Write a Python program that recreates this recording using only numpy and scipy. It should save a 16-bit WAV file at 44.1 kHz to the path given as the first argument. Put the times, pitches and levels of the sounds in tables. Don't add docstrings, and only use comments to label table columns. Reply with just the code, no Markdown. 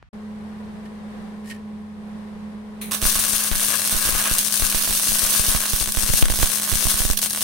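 import sys
import numpy as np
from scipy import signal
from scipy.fft import rfft, irfft
from scipy.io import wavfile
from scipy.ndimage import uniform_filter1d

SR = 44100
rng = np.random.default_rng(int(sys.argv[2]) if len(sys.argv) > 2 else 0)


def dump_mix(stems):
    frames = np.atleast_2d(stems).T
    limited = np.clip(frames, -1, 1)
    pcm = np.round(limited * 32767).astype(np.int16)
    wavfile.write(sys.argv[1], SR, pcm)


N = 327663

# start_s, level_db
MURMUR = [(0, -52), (.03, -52), (.05, -52), (.088, -55), (.094, -110)]
TICK_S, TICK_DB = .0272, -9.5

# start_s, blade_hz, level_db (gain on all steady workshop sound)
FAN = [(0.128, 212, -42), (0.132, 211.6, 2), (2.9, 211.5, 1.5), (3.03, 210.5, -3.5), (5, 208.4, -5),
       (7.43, 209.5, -4.5)]
# multiple of blade_hz, level_db (rms before the fan gain)
BLADE = [(1, -37), (2, -56), (3, -82)]
# pitch_hz, level_db (rms before the fan gain)
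MOTOR = [(89, -53.5), (811, -63), (990, -65), (1081, -66)]
# (per Hz, relative)
AIR = [(20, -18), (40, -14.5), (70, -15), (120, -19), (175, -6.5), (230, -11.5), (255, -22.5), (335, -21.5),
       (375, -16.5), (460, -16), (650, -20.5), (1050, -21), (1350, -26), (1900, -25.5), (2500, -32),
       (4000, -35.5), (7300, -46), (9000, -43), (14400, -53.5), (16000, -81)]
AIR_DB = -44
AIR_ALIKE_HZ = 664

# start_s, level_db
GAS = [(2.808, -72), (2.815, -29.5), (2.82, -30), (2.85, -35.5), (2.9, -42.5), (2.93, -61)]
# (per Hz, relative)
NOZZLE = [(530, -37), (900, -13), (1500, -11), (2390, -1), (2900, -9), (4150, -5.5), (4870, -18),
          (6700, -10), (7600, -16), (9310, -1), (13800, -8), (16000, -11)]

# start_s, level_db, bright_share (0-1)
SCUFF = [(0.83, -73, .5), (0.862, -46, 0.24), (0.9, -79, 0.3), (1.43, -61, 0.3), (1.45, -48, 0.3),
         (1.472, -43, 0.5), (1.478, -38, 0.47), (1.497, -42, 0.6), (1.501, -31, 0.33), (1.52, -31.5, 0.2),
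         (1.533, -40, 0.3), (1.6, -60, 0.24)]
# centre_hz, width_hz, level_db
PLATE = [(131, 83, 3.5), (1870, 170, 4.5), (2240, 600, 3), (3100, 350, -1), (4500, 2600, -2)]

# start_s, level_db (before colouring)
ARC = [(2.9, -79), (2.912, -24.5), (2.95, -22.5), (3.03, -24), (3.065, -14.5), (3.08, -20), (3.19, -17.5),
       (3.3, -22.5), (3.68, -22), (4.25, -20), (4.5, -24.5), (4.64, -19.5), (5.0, -21), (5.42, -18.5),
       (5.68, -22), (6.08, -24), (6.15, -18.5), (6.33, -25.5), (6.43, -20), (6.58, -24.5), (6.9, -19),
       (7.05, -23), (7.13, -26.5), (7.24, -23), (7.3, -26), (7.43, -22.5)]
# (per Hz, relative)
HISS = [(150, -6.5), (300, -14), (600, -7), (900, -9.5), (1380, -4.5), (1900, -8), (2750, -3), (6500, -1),
        (7300, -5), (9000, -2.5), (10100, 3), (13000, -1), (16000, -2.5)]
# start_s, level_db
ROAR = [(4.36, -2), (4.43, -3), (4.55, 0), (5.6, -0.5), (7.0, -1.5), (7.15, -6)]
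ROAR_HZ, ROAR_WANDER_DB = 4130, 2.5
WANDER_DB = 4.5
HISS_ALIKE = .42
# start_s, gap_ms (until it strikes again)
OUTAGES = [(2.955, 52), (3.482, 19), (5.842, 4.4), (5.9, 14), (6.105, 5.9), (6.227, 49), (7.137, 54),
           (7.196, 12), (7.275, 20), (7.312, 11), (7.338, 8.6), (7.389, 11)]
OUT_DROP_DB, OUT_FADE_DB_PER_S, RESTRIKE_MS = -3.5, -140, 27

# start_s, body_db, treble_db (nominal peaks)
CRACKS = [(2.9121, -27, -19), (2.918, -23.0, -16.0), (2.9215, -20.0, -13.0), (2.9327, -20.0, -16.0),
          (2.9395, -22.0, -15.0), (2.946, -25, -16), (2.9498, -23.0, -15.0), (3.0177, -22.0, -14.0),
          (3.0269, -16.0, -14.0), (3.0422, -16.0, -13.0), (3.0536, -15.0, -14.0), (3.1173, -20.0, -16.0),
          (3.1285, -19.0, -13.0), (3.1554, -18.0, -11.0), (3.16, -18.0, -15.0), (3.1922, -18.0, -11.0),
          (3.2402, -19.0, -16.0), (3.2501, -21.0, -12.0), (3.2907, -23.0, -14.0), (3.3325, -19.0, -13.0),
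          (3.3372, -20.0, -15.0), (3.3505, -19.0, -16.0), (3.382, -21, -11), (3.4459, -20.0, -16.0),
          (3.5153, -12.0, -20.0), (3.5239, -19.0, -17.0), (3.5548, -18.0, -14.0), (3.5977, -19.0, -13.0),
          (3.6148, -21, -13), (3.6579, -21.0, -13.0), (3.6846, -19.0, -14.0), (3.7048, -20.0, -15.0),
          (3.7227, -20.0, -14.0), (3.7404, -18.0, -14.0), (3.7972, -21.0, -17.0), (3.8191, -19.0, -13.0),
          (3.8512, -19.0, -14.0), (3.8594, -20.0, -17.0), (3.8757, -22, -13), (3.8963, -18.0, -14.0),
          (3.9269, -19.0, -15.0), (3.9317, -21.0, -18.0), (3.9664, -20.0, -14.0), (3.9883, -19.0, -14.0),
          (4.0263, -18.0, -13.0), (4.0528, -16.0, -14.0), (4.0598, -22, -12), (4.073, -20, -12),
          (4.0911, -18, -13), (4.1243, -17.0, -14.0), (4.1516, -19.0, -17.0), (4.1602, -19.0, -14.0),
          (4.2156, -19.0, -13.0), (4.2252, -19.0, -13.0), (4.2404, -20, -13), (4.2576, -19.0, -16.0),
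          (4.2761, -19.0, -12.0), (4.3134, -19.0, -14.0), (4.3226, -22, -12), (4.365, -20.0, -16.0),
          (4.3735, -20.0, -18.0), (4.3846, -24, -12), (4.3903, -25, -13), (4.399, -23, -13),
          (4.4646, -23.0, -17.0), (4.4833, -22.0, -15.0), (4.5252, -26.0, -13.0), (4.5416, -19.0, -11.0),
          (4.5678, -21, -13), (4.5985, -19.0, -13.0), (4.623, -15.0, -15.0), (4.6507, -20, -12),
          (4.6674, -23, -12), (4.7155, -19.0, -14.0), (4.7251, -20.0, -14.0), (4.7472, -19, -13.0),
          (4.8361, -20.0, -14.0), (4.8473, -20.0, -16.0), (4.8763, -18.0, -16.0), (4.9084, -16.0, -12.0),
          (4.9278, -21, -12), (4.9511, -21, -12), (4.9978, -18.0, -13.0), (5.0249, -20.0, -13.0),
          (5.0343, -19.0, -14.0), (5.0427, -23, -13), (5.0732, -17.0, -13.0), (5.1202, -19.0, -14.0),
          (5.1567, -16.0, -13.0), (5.1859, -21, -12), (5.1939, -24, -13), (5.2207, -17.0, -17.0),
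          (5.2501, -15.0, -14.0), (5.2735, -21.0, -17.0), (5.299, -19.0, -16.0), (5.3235, -18.0, -18.0),
          (5.3506, -17.0, -14.0), (5.3955, -18.0, -11.0), (5.4403, -18.0, -18.0), (5.4495, -17.0, -14.0),
          (5.484, -19.0, -13.0), (5.5067, -18.0, -15.0), (5.5171, -17.0, -13.0), (5.5255, -19.0, -13.0),
          (5.5338, -20.0, -13.0), (5.5493, -17.0, -15.0), (5.5628, -17.0, -15.0), (5.6054, -20.0, -15.0),
          (5.6166, -18.0, -13.0), (5.6381, -23.0, -16.0), (5.6574, -18.0, -13.0), (5.7335, -20.0, -13.0),
          (5.7629, -21, -13), (5.8112, -18.0, -16.0), (5.8256, -19.0, -15.0), (5.8596, -20.0, -14.0),
          (5.8748, -19.0, -16.0), (5.8906, -20.0, -17.0), (5.9226, -34, -13), (5.9494, -19.0, -18.0),
          (5.9723, -17.0, -14.0), (5.9887, -19.0, -16.0), (6.0076, -19.0, -16.0), (6.0341, -20.0, -15.0),
          (6.0636, -20.0, -17.0), (6.0909, -19.0, -19.0), (6.1002, -18.0, -18.0), (6.1372, -18.0, -11.0),
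          (6.1567, -22, -13), (6.183, -20.0, -14.0), (6.1917, -20.0, -17.0), (6.2123, -21.0, -15.0),
          (6.2253, -6, -19.0), (6.2408, -18.0, -23.0), (6.2562, -17, -18), (6.2568, -15.0, -16.0),
          (6.284, -16.0, -19.0), (6.3011, -14.0, -19.0), (6.322, -17.0, -15.0), (6.3395, -17.0, -17.0),
          (6.3586, -23.0, -17.0), (6.3894, -20.0, -14.0), (6.401, -16.0, -17.0), (6.4157, -19, -16.0),
          (6.4255, -20, -12), (6.4272, -20, -13), (6.4297, -7, -12.0), (6.4483, -18.0, -16.0),
          (6.4587, -18.0, -13.0), (6.4731, -19.0, -13.0), (6.5011, -18.0, -15.0), (6.5188, -21.0, -16.0),
          (6.5332, -20.0, -17.0), (6.5743, -22.0, -18.0), (6.5851, -22.0, -15.0), (6.599, -18.0, -14.0),
          (6.6213, -20.0, -12.0), (6.6334, -16.0, -12.0), (6.6912, -19.0, -15.0), (6.7173, -17.0, -12.0),
          (6.7268, -19.0, -14.0), (6.7381, -18.0, -15.0), (6.7559, -23, -12), (6.7734, -21.0, -16.0),
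          (6.7846, -19.0, -17.0), (6.8084, -17.0, -15.0), (6.8263, -17.0, -15.0), (6.8539, -18.0, -15.0),
          (6.8693, -18.0, -12.0), (6.8853, -23, -13), (6.9002, -17.0, -12.0), (6.9159, -16.0, -13.0),
          (6.942, -18.0, -12.0), (6.957, -22.0, -18.0), (6.978, -20.0, -14.0), (7.0061, -17.0, -15.0),
          (7.0194, -15.0, -15.0), (7.0373, -21.0, -15.0), (7.0521, -19.0, -14.0), (7.1015, -18, -15),
          (7.1125, -27, -13), (7.1338, -21.0, -17.0), (7.1736, -33.0, -12.0), (7.1765, -34.0, -15.0),
          (7.19, -33.0, -15.0), (7.1926, -23.0, -16.0), (7.2178, -27.0, -15.0), (7.225, -30.0, -17.0),
          (7.2292, -15.0, -14.0), (7.249, -24.0, -16.0), (7.2608, -18.0, -15.0), (7.3, -36.0, -20.0),
          (7.307, -38.0, -17.0), (7.3108, -26.0, -18.0), (7.332, -34.0, -17.0), (7.3357, -24.0, -17.0),
          (7.3488, -19.0, -16.0), (7.3613, -22.0, -15.0), (7.3749, -17.0, -18.0), (7.4086, -22.0, -14.0),
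          (7.4193, -21.0, -18.0), (7.4255, -32.0, -15.0)]
# (per Hz, relative)
SNAP = [(300, -16), (1500, -9), (3000, -5), (5000, -2), (8000, 2), (11000, 2), (16000, 0)]
# (per Hz, relative)
POP = [(60, -12), (250, -2), (600, 0), (2000, 0), (4000, -5), (8000, -12), (16000, -18)]
SNAP_DB, POP_DB = 11.5, 20
LEAD_MS, LEAD = .07, .55
SPIT_RISE_MS, SPIT_FALL_MS = .98, .58
LULL_MS, LULL = 2.46, .24
FLARE_DB = 9
FLARE_MS = 2.05
RIPPLE_HZ, RIPPLE_SCATTER_MS, SHORT_SHARE = 120, 1.6, .8
STEADY_FROM_S = 3.0325
SHORT_BODY_DB, SHORT_TREBLE_DB, SHORT_SCATTER_DB = -29, -20.5, 3.5

# centre_hz, width_hz, boost_db (half of it is added to a common lift)
FRAME = [(1060, 81, -5.5), (1225, 44, -2), (1648, 105, 3), (2720, 48, -3.5), (5200, 16, -23),
         (6620, 80, -10), (8170, 25, -11), (8460, 83, -2), (8940, 245, -2.5), (9150, 35, 0.5),
         (9830, 28, -8), (10170, 25, -7)]
# delay_ms, share (signed amplitude)
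BOUNCES = [(.43, -0.6), (.95, 0.15), (4.6, 0.3)]
BODY_ECHO = .17
ROOM_MS, ROOM_DB = 20.4, -31.5

# frequency_hz, difference_db (left minus right, at tilts of .5 and -.5)
PORTS = [(60, -1.5), (110, 5.5), (200, -8.5), (380, 1.5), (700, -1), (1290, 1.5), (2380, 0.0), (4400, 1.5),
         (8120, 6), (15000, -1.5)]
# start_s, microphone (0 left, 1 right), step (nominal, full scale), hold_ms
THUMPS = [(3.0261, 0, -0.071, 3.5), (3.026, 1, -0.16, 3), (3.0541, 1, -0.33, 5.8), (3.058, 0, -0.064, 6),
          (3.158, 0, -0.15, 11), (3.19, 1, 0.052, 3.2), (3.332, 0, -0.053, 4.6), (3.35, 0, -0.014, 3),
          (3.5155, 0, -0.34, 6.6), (3.555, 1, -0.12, 11), (3.925, 1, -0.12, 2.1), (3.9492, 1, 0.24, 7),
          (4.0537, 0, 0.092, 6.1), (4.074, 0, 0.13, 7.2), (4.091, 0, 0.22, 14), (4.128, 0, -0.13, 5.6),
          (4.1515, 0, -0.2, 6.6), (4.3141, 0, 0.11, 3.4), (4.3134, 1, 0.24, 9), (4.5986, 0, 0.062, 5.7),
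          (4.623, 0, -0.3, 4.9), (4.7474, 1, 0.25, 8), (4.8766, 0, 0.073, 8.7), (4.8975, 0, -.1, 5.2),
          (4.912, 0, -0.1, 6.1), (5.089, 0, -0.089, 5.2), (5.1192, 1, 0.16, 17), (5.232, 0, -0.15, 5.9),
          (5.3962, 1, -0.23, 2.7), (5.4842, 0, -0.29, 5.3), (5.5491, 1, -0.29, 2), (5.5632, 1, -0.13, 4.7),
          (5.734, 1, -0.29, 2.8), (5.811, 0, 0.14, 3.5), (5.8256, 1, -0.02, 3.4), (5.8272, 0, 0.12, 6.6),
          (5.878, 1, 0.14, 12), (5.9722, 1, -0.31, 4.3), (6.034, 1, -0.18, 4.1), (6.0913, 0, -0.2, 4.4),
          (6.1005, 1, -0.31, 2.6), (6.1369, 0, 0.31, 2.5), (6.1376, 1, -0.3, 2.06), (6.2256, 1, -0.56, 3.8),
          (6.2258, 0, 0.85, 4.1), (6.255, 1, 0.13, 9.8), (6.3006, 1, -0.33, 4.1), (6.322, 1, -0.15, 2.5),
          (6.3392, 1, -0.11, 3.5), (6.389, 1, -0.18, 3.3), (6.4011, 1, -0.11, 2.3), (6.416, 1, -0.16, 3.9),
          (6.43, 1, 0.49, 3.7), (6.7173, 1, -0.12, 2.3), (6.727, 1, -0.31, 3.3), (6.7553, 1, -0.19, 2.4),
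          (6.854, 1, -0.28, 3.5), (6.8702, 1, -0.2, 1.8), (6.942, 1, -0.13, 3), (7.003, 1, -0.23, 4.2),
          (7.0514, 1, -0.29, 4.5), (7.101, 1, 0.42, 5.2)]
DIP_MS, DIP = .43, .17
SPIKE_MS, SPIKE = .9, .2
SWING_PER_HOLD, FULL_SWING_MS, MOST_SWING = 1.44, 4.4, 1.05
TOP_HZ = 15800


def undb(db):
    return 10 ** (np.asarray(db) / 20)


def level(x, db):
    return x * undb(db) / np.sqrt(np.mean(x ** 2))


def curve(table, before_db=-120):
    s, first, *rest = np.transpose(table)
    t = np.arange(N) / SR
    after_db = before_db if s[-1] < 7 else None
    return [np.interp(t, s, first, before_db, after_db)] + [np.interp(t, s, c) for c in rest]


def colour(x, points, peaks=(), lift_db=0, tilt=0):
    hz = np.maximum(np.arange(2049) * SR / 4096, 1)
    db = np.zeros(len(hz))
    for share, table in ((1, points), (tilt, PORTS)):
        table_hz, table_db = np.transpose(table)
        db = db + share * np.interp(np.log(hz), np.log(table_hz), table_db)
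    for centre, width, boost in peaks:
        db = db + (lift_db + .5 * boost) / (1 + ((hz - centre) / width) ** 2)
    cepstrum = irfft(db * np.log(10) / 20)
    cepstrum[1:2048] *= 2
    cepstrum[2049:] = 0
    return signal.fftconvolve(x, irfft(np.exp(rfft(cepstrum))))[:N]


def walk(rate):
    k = int(SR / rate)
    held = np.repeat(rng.standard_normal(N // k + 1), k)
    return 1.073 * uniform_filter1d(uniform_filter1d(held, k), k)[:N]


def band(x, lo_hz, hi_hz):
    return signal.sosfilt(signal.butter(2, [lo_hz, hi_hz], "band", fs=SR, output="sos"), x)


def train(s, gain):
    spikes = np.zeros(N)
    np.add.at(spikes, np.round(s * SR).astype(int), gain)
    return spikes


def later(x, ms):
    return np.interp(np.arange(N) - round(ms * SR / 1000), np.arange(N), x, 0, 0)


def murmur():
    db, = curve(MURMUR)
    noise = rng.standard_normal((2, N))
    rumble = level(band(noise, 25, 114), 0)
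    upper = level(band(noise, 200, 2200), -10.5)
    tick = np.zeros(N)
    tick[int(TICK_S * SR)] = undb(TICK_DB)
    return undb(db) * (rumble + upper) + band(tick, 250, 1550)


def workshop():
    s, hz, db = np.transpose(FAN)
    t = np.arange(N) / SR
    blade_hz = np.interp(t, s, hz) + .435 * walk(7.24)
    phase = 2 * np.pi * np.cumsum(blade_hz) / SR
    tone = np.zeros(N)
    for multiple, d in BLADE:
        tone += np.sqrt(2) * undb(d + .76 * walk(10)) * np.sin(multiple * phase)
    for f, d in MOTOR:
        tone += np.sqrt(2) * undb(d + 1.4 * walk(4.54)) * np.sin(2 * np.pi * f * t)
    both, *own = rng.standard_normal((3, N))
    low = signal.butter(2, AIR_ALIKE_HZ, fs=SR, output="sos")
    air = []
    for noise, tilt in zip(own, (.8, -.8)):
        mixed = noise + signal.sosfilt(low, both - .55 * noise)
        air.append(colour(mixed, AIR, tilt=tilt))
    air = level(np.array(air), AIR_DB) * undb(1.2 * walk(5.4))
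    gain = undb(np.interp(t, s, db, -120))
    return gain * (tone * undb([[-.3], [.3]]) + air)


def gas():
    db, = curve(GAS)
    return undb(db) * np.array([level(colour(v, NOZZLE), 0) for v in rng.standard_normal((2, N))])


def scuff():
    db, bright = curve(SCUFF)
    grit = rng.standard_normal((2, N)) + .63 * rng.standard_normal(N)
    grit = grit * undb(3.2 * walk(380))
    ring = sum(level(band(grit, f - w / 2, f + w / 2), d) for f, w, d in PLATE)
    scrape = level(band(grit, 3900, 11000), 0)
    return undb(db) * (bright * scrape + (1 - bright) * level(ring, 0))


def outages_db():
    t, loss = np.arange(N) / SR, np.zeros(N)
    for s, ms in OUTAGES:
        back = np.clip(1 - (t - s - ms / 1000) * 1000 / RESTRIKE_MS, 0, 1)
        loss += (t > s) * back * (OUT_DROP_DB + OUT_FADE_DB_PER_S * np.clip(t - s, 0, ms / 1000))
    return loss


def small_shorts(lost_db):
    chance = rng.standard_normal((900, 3))
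    ripple_s = STEADY_FROM_S + np.arange(len(chance)) / RIPPLE_HZ
    when = (SR * (ripple_s + RIPPLE_SCATTER_MS / 1000 * chance[:, 0])).astype(int)
    body_db = SHORT_BODY_DB + SHORT_SCATTER_DB * chance[:, 1]
    treble_db = SHORT_TREBLE_DB + SHORT_SCATTER_DB / 2 * chance[:, 2]
    small = np.array([when / SR, body_db, treble_db]).T
    free = np.abs(small[:, :1] - np.array(CRACKS)[:, 0]).min(axis=1) > .005
    burning = lost_db[np.minimum(when, N - 1)] == 0
    return small[free & burning & (when < N) & (rng.random(len(small)) < SHORT_SHARE)]


def arc():
    lost_db = outages_db()
    db, pan_db = curve(ARC)[0] + lost_db, WANDER_DB * walk(25)
    s, body_db, treble_db = np.vstack([CRACKS, small_shorts(lost_db)]).T
    edge_db = np.minimum(treble_db, body_db + FLARE_DB)
    flare = np.clip((treble_db - edge_db) / 4, 0, 1)

    ms = 1000 * np.arange(-1500, 1501) / SR
    spit_shape = np.where(ms < 0, np.exp(ms / SPIT_RISE_MS), np.exp(-ms / SPIT_FALL_MS))
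    drops = train(s, undb(treble_db - 6.25 + 3 * flare))
    spit = signal.fftconvolve(drops, spit_shape, "same")
    bell = np.exp(-(ms / FLARE_MS) ** 2)
    burst = signal.fftconvolve(train(s, flare), bell, "same")
    spit = spit + signal.fftconvolve(train(s, flare * undb(treble_db - 7.5)), bell, "same")
    lull_shape = (ms > 0) * np.exp(-np.abs(ms) / LULL_MS)
    lull = signal.fftconvolve(train(s, 1 - flare), lull_shape, "same")
    flicker_db = 1.79 * walk(70) + 2 * walk(200)
    strength = undb(db + flicker_db) * np.clip(1 - LULL * lull, .2, 1) + spit

    edge, body = train(s, undb(edge_db + SNAP_DB)), train(s, undb(body_db + POP_DB))
    edge = edge - LEAD * later(edge, -LEAD_MS)
    roar_db = curve(ROAR, before_db=1)[0] + ROAR_WANDER_DB * (walk(9) + walk(40) - 1)
    roar = undb(roar_db) / (1 + 2 * burst)
    shared = rng.standard_normal(N)
    late_ms = np.arange(5000) * 1000 / SR
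    out = []
    for k in (.5, -.5):
        noise = np.sqrt(HISS_ALIKE) * shared + np.sqrt(1 - HISS_ALIKE) * rng.standard_normal(N)
        hiss = undb(-1) * colour(strength * noise, HISS, FRAME, lift_db=8, tilt=k)
        hiss = hiss + (roar - 1) * band(hiss, 280, ROAR_HZ)
        snap, pop = colour(edge, SNAP, FRAME, lift_db=3.5, tilt=k), colour(body, POP, tilt=k)
        echoes = sum(share * later(snap + BODY_ECHO * pop, delay_ms) for delay_ms, share in BOUNCES)
        source = hiss - snap - pop - echoes
        room = undb(ROOM_DB) * rng.standard_normal(len(late_ms)) * np.exp(-late_ms / ROOM_MS)
        room = room * (late_ms > 1)
        room[0] = 1
        out.append(signal.fftconvolve(source, room)[:N] * undb(k * pan_db))
    return np.array(out)


def thumps():
    out = np.zeros((2, N + SR))
    ms = 1000 * np.arange(int(.15 * SR)) / SR - DIP_MS
    for s, mic, step, hold in THUMPS:
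        swing = -step * min(FULL_SWING_MS / hold, MOST_SWING)
        u = np.maximum(ms - hold, 0) / (SWING_PER_HOLD * hold)
        drain = (1 - SPIKE) * np.exp(-ms / hold) + 1.57 * SPIKE * np.exp(-ms / SPIKE_MS)
        release = 1 + (ms / hold / 1.28) ** 10
        jump = np.where(ms < 0, -DIP, drain / release)
        start = int((s - DIP_MS / 1000) * SR)
        out[int(round(mic)), start:][:len(ms)] += step * jump + swing * u * np.exp(1 - u)
    return out[:, :N]


def scene():
    offset = thumps()
    choke = 1 / (1 + (uniform_filter1d(np.abs(offset), size=40) / 1.6) ** 2)
    settled = signal.lfilter(*signal.butter(1, [6, 6000], "band", fs=SR), offset)
    return (murmur() + workshop() + gas() + scuff() + arc()) * choke + settled


def record(dry):
    rounded = .8 * np.tanh(dry / .8)
    return signal.sosfilt(signal.ellip(10, .2, 80, TOP_HZ, fs=SR, output="sos"), rounded)


dry = scene()
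out = record(dry)
dump_mix(out)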